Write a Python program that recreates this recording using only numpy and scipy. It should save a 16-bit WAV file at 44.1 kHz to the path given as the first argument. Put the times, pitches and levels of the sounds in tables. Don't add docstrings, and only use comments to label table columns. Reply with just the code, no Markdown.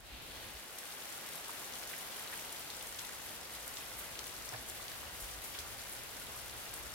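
import sys
import numpy as np
from scipy import signal
from scipy.fft import rfft, irfft, next_fast_len
from scipy.io import wavfile
from scipy.ndimage import map_coordinates

SR = 44100
rng = np.random.default_rng(int(sys.argv[2]) if len(sys.argv) > 2 else 0)


def dump(signal):
    limited = np.clip(np.atleast_2d(signal).T, -1, 1)
    pcm = np.round(limited * 32767).astype(np.int16)
    wavfile.write(sys.argv[1], SR, pcm)


N = 306054

# f/Hz, gain/dB
WASH_SPECTRUM = [(60, -24), (130, -2.5), (220, -1.5), (330, -1.5), (520, 0.5), (800, 0.5), (1050, -2),
                 (1500, -2), (2000, -3), (3300, -6), (5000, -7.5), (8000, -13.5), (16000, -37)]
WASH_DB = -49


def wash():
    plops = patter(count=2600, low_hz=990, high_hz=4060, t60_s=.012, octaves=0.38,
                   scatter_db=2.5, rise_s=0.0018, size=512)
    water = rng.standard_normal((2, N)) + amp(-12.5) * stall(plops, wet_db=-4.0)
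    return amp(WASH_DB + nearness_db()) * spread(water, WASH_SPECTRUM) * pan(.2)


# f/Hz, gain/dB
SPRAY_SPECTRUM = [(400, -30), (1500, -8.5), (3000, -0.5), (5000, -3.5), (7500, -2), (9500, -0.5),
                  (12500, -0.4), (13600, -2.5), (15800, -5)]
SPRAY_DB = -48
SPRAY_DB_PER_NEARNESS_DB = 1.62
SWAY_DB, SWAY_KNOTS_PER_S = .35, 7


def spray():
    sway_db = SWAY_DB * wobble(SWAY_KNOTS_PER_S)
    spray_db = SPRAY_DB + SPRAY_DB_PER_NEARNESS_DB * nearness_db() + sway_db
    fine = patter(count=5000, low_hz=2560, high_hz=14900, t60_s=0.0044, octaves=0.73,
                  scatter_db=3, rise_s=0.0011, size=192)
    coarse = patter(count=480, low_hz=3270, high_hz=12900, t60_s=0.01, octaves=0.43,
                    scatter_db=2.0, rise_s=0.0016, size=512)
    clumping = amp(0.88 * wobble(26) + 0.59 * wobble(8.2))
    crackle = stall((fine + amp(-0.5) * coarse) * clumping, wet_db=-5.5)
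    crackle = amp(-1.5) * spread(crackle, SPRAY_SPECTRUM) * pan(3.3)
    mist = spread(rng.standard_normal((2, N)), SPRAY_SPECTRUM) * amp(1.6 * wobble(30)) * pan(1.9)
    return amp(spray_db) * unit(crackle + mist)


# t/s, level/dB, f/Hz
TICK_DROPS = [(.786, -30.5, 9400), (1.735, -32.5, 4000), (2.701, -32, 4200), (2.869, -32, 9000),
              (2.9881, -28.5, 3600), (2.992, -28.5, 6300), (3.677, -28.5, 10500), (3.769, -29.5, 3900),
              (4.19, -29, 4500), (4.24, -32, 6250), (4.267, -31, 9500), (4.489, -29, 6000),
              (4.697, -28.5, 9500), (4.88, -32, 3600), (5.587, -28, 3840), (6.738, -28, 11300)]
STRAY_DB = -66.5


def ticks():
    t_s, level_db, f_hz = np.transpose(TICK_DROPS)
    drops = splashes(f_hz, t60_s=0.0098, octaves=0.74, size=1024, rise_s=0.00073)
    drops = drops * amp(level_db)[:, None, None]
    strays = patter(count=30, low_hz=3200, high_hz=12000, t60_s=0.0086, octaves=0.53,
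                    scatter_db=-0.5, rise_s=.0011, size=1024)
    strays = amp(STRAY_DB + nearness_db()) * strays
    return stall(place(t_s + .001, drops) + strays, wet_db=-5.0) * pan(2.9)


# t/s, level/dB, f/Hz, t60/s
WATER_LUMPS = [(2.705, -48.5, 4500, .16), (3.546, -46, 3700, .14), (3.762, -49, 7000, .16),
               (3.986, -39.5, 13500, 0.11), (4.683, -42, 10000, .08), (5.2, -42.5, 11000, .14),
               (5.44, -42, 11500, 0.2), (5.545, -45, 2400, 0.2), (5.59, -44, 6530, 0.13),
               (6.74, -49, 10000, .17)]


def slaps():
    t_s, level_db, f_hz, t60_s = np.transpose(WATER_LUMPS)
    lumps = splashes(f_hz, t60_s, octaves=0.86, size=8192, rise_s=0.0018)
    lumps = lumps * amp(level_db)[:, None, None]
    return stall(place(t_s, lumps), wet_db=-11) * pan(1)


# t/s, level/dB
CAMERA_NEARNESS = [(0, -8.5), (.35, -2), (.68, -2.5), (1.2, 0.4), (2.35, 0.84), (2.75, -0.34), (6.94, -.5)]


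def nearness_db():
    return curves(CAMERA_NEARNESS)[0]


# f/Hz, gain/dB
CLOSE_COLOUR = [(800, -6), (2000, -0.5), (3200, 1.1), (12500, 1), (14000, -1)]


def close_water():
    return filtered(ticks() + slaps(), lambda hz: amp(along(CLOSE_COLOUR, hz)))


# t/s, level/dB, f/Hz
FINGER_RUBS = [(1.49, -39, 1150), (1.929, -39, 2000), (2.325, -37.5, 1800), (4.522, -38, 600),
               (4.534, -39, 1700), (4.543, -36.5, 685), (5.576, -44, 1300)]


def brushes():
    t_s, level_db, f_hz = np.transpose(FINGER_RUBS)
    rubs = splashes(f_hz, t60_s=.075, octaves=.5, size=4096, rise_s=.004)
    return place(t_s, rubs * amp(level_db)[:, None, None]) * pan(-3)


# f/Hz, gain/dB
SWISH_SPECTRUM = [(300, -3), (1500, -18), (2400, -5), (3100, -3.5), (4400, -5), (5500, -25), (12000, -28)]
SWISH_DB, SWISH_ATTACK_S, SWISH_HOLD_S, SWISH_RELEASE_S = -54, .13, 0.33, 0.13


def swish():
    corners_s = np.cumsum([0, SWISH_ATTACK_S, SWISH_HOLD_S, SWISH_RELEASE_S])
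    stroke = np.interp(np.arange(N) / SR, corners_s, [0, 1, 1, 0])
    return amp(SWISH_DB) * stroke * spread(rng.standard_normal((2, N)), SWISH_SPECTRUM) * pan(0.88)


# t/s, level/dB
DRONE_LEVEL = [(0, -59.5), (.5, -61.5), (.7, -69), (1.4, -68), (4.1, -60.5), (6.94, -58)]
# f/Hz, gain/dB
DRONE_SPECTRUM = [(15, -16), (30, -18), (45, -7.5), (55, 0.5), (64, -5), (76, -3), (90, -10.5), (105, -4.5),
                  (140, -15), (300, -36)]
# t/s, level/dB, f/Hz
CAMERA_BUMPS = [(.12, -49, 56), (0.535, -48.5, 58), (4.53, -49, 119), (5.219, -47, 47), (5.585, -50, 75.5)]


def rumble():
    drone_db = curves(DRONE_LEVEL)[0]
    drone = amp(drone_db) * spread(rng.standard_normal((2, N)), DRONE_SPECTRUM) * pan(0.99)
    t_s, level_db, f_hz = np.transpose(CAMERA_BUMPS)
    t = np.arange(SR // 4) / SR
    swell = t / .016
    envelope = swell * np.exp(1 - swell)
    bumps = amp(level_db)[:, None] * envelope * np.sin(2 * np.pi * f_hz[:, None] * t)
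    return drone + place(t_s, np.stack([bumps, bumps], axis=1))


# f/Hz, t60/s
STALL_DECAY = [(200, 0.49), (2000, 0.37), (6000, 0.34), (15000, 0.15)]


def stall(x, wet_db):
    hz, t, z = signal.stft(rng.standard_normal((2, SR // 2)), SR, nperseg=256)
    decay = amp(-60 * t / along(STALL_DECAY, hz)[:, None])
    tail = signal.istft(z * decay, SR, nperseg=256)[1]
    tail = tail / np.linalg.norm(tail[0])
    return x + amp(wet_db) * signal.fftconvolve(x, tail, axes=1)[:, :N]


def patter(count, low_hz, high_hz, t60_s, octaves, scatter_db, rise_s, size):
    when, pitch, weight = rng.random((count, 3)).T
    sizes = amp(scatter_db * np.minimum(-np.log(1 - weight), 4))
    f_hz = low_hz + (high_hz - low_hz) * pitch
    drops = splashes(f_hz, t60_s, octaves, size=size, rise_s=rise_s)
    return unit(place(when * N / SR, drops * sizes[:, None, None]))


def splashes(f_hz, t60_s, octaves, size, rise_s):
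    distance = np.log2((np.fft.rfftfreq(size, 1 / SR) + 1) / f_hz[:, None]) / octaves
    colour = 1 / (1 + distance ** 2)
    colour /= np.sqrt(np.mean(colour ** 2, axis=1, keepdims=True))
    noise = rng.standard_normal((len(f_hz), 2, size))
    bursts = irfft(rfft(noise) * colour[:, None], size)
    t = np.arange(size) / SR
    decay = amp(-60 * t / np.reshape(t60_s, (-1, 1, 1)))
    return bursts * (1 - np.exp(-t / rise_s)) * decay


def place(times_s, sounds):
    starts = (np.abs(times_s) * SR).astype(int)
    at = (starts[:, None] + np.arange(sounds.shape[-1])).ravel()
    return np.array([np.bincount(at, sounds[:, side].ravel(), N)[:N] for side in (0, 1)])


# f/Hz, correlation
STEREO_LIKENESS = [(50, 0.6), (180, 0.19), (500, 0.54), (1000, 0.37), (2000, 0.31), (4000, 0.16),
                   (7000, 0.16), (11000, 0.11)]


def spread(pair, spectrum):
    def mid_side(hz):
        angle = np.arccos(np.clip(along(STEREO_LIKENESS, hz), -1, 1)) / 2
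        return amp(along(spectrum, hz)) * [np.cos(angle), np.sin(angle)]

    mid, side = filtered(pair, mid_side)
    return unit(np.array([mid + side, mid - side]))


def from_left(x, lead_ms):
    sides = np.array([[1], [-1]])
    return filtered(x, lambda hz: np.exp(1j * np.pi * hz * lead_ms / 1000 * sides))


def pan(db):
    return amp([[db / 2], [-db / 2]])


def filtered(x, response):
    m = next_fast_len(N + SR // 4)
    return irfft(rfft(x, m) * response(np.fft.rfftfreq(m, 1 / SR)), m)[..., :N]


def wobble(knots_per_s):
    knots = rng.standard_normal(int(N * knots_per_s / SR) + 4)
    return map_coordinates(knots, [np.arange(N) * knots_per_s / SR])


def curves(rows):
    t_s, *cols = np.transpose(rows)
    return [np.interp(np.arange(N) / SR, t_s, c) for c in cols]


def along(points, hz):
    f, v = np.transpose(points)
    return np.interp(np.log(hz + 1), np.log(f + 1), v)


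def unit(x):
    return x / np.sqrt(np.mean(x ** 2) + 1e-20)


def amp(db):
    return 10 ** (np.asarray(db) / 20)


def scene():
    water = from_left(wash() + spray() + close_water(), lead_ms=0.065)
    return water + brushes() + swish() + rumble()


TOP_HZ = 15850


def record(dry):
    return filtered(dry, lambda hz: hz < TOP_HZ)


dry = scene()
out = record(dry)
dump(out)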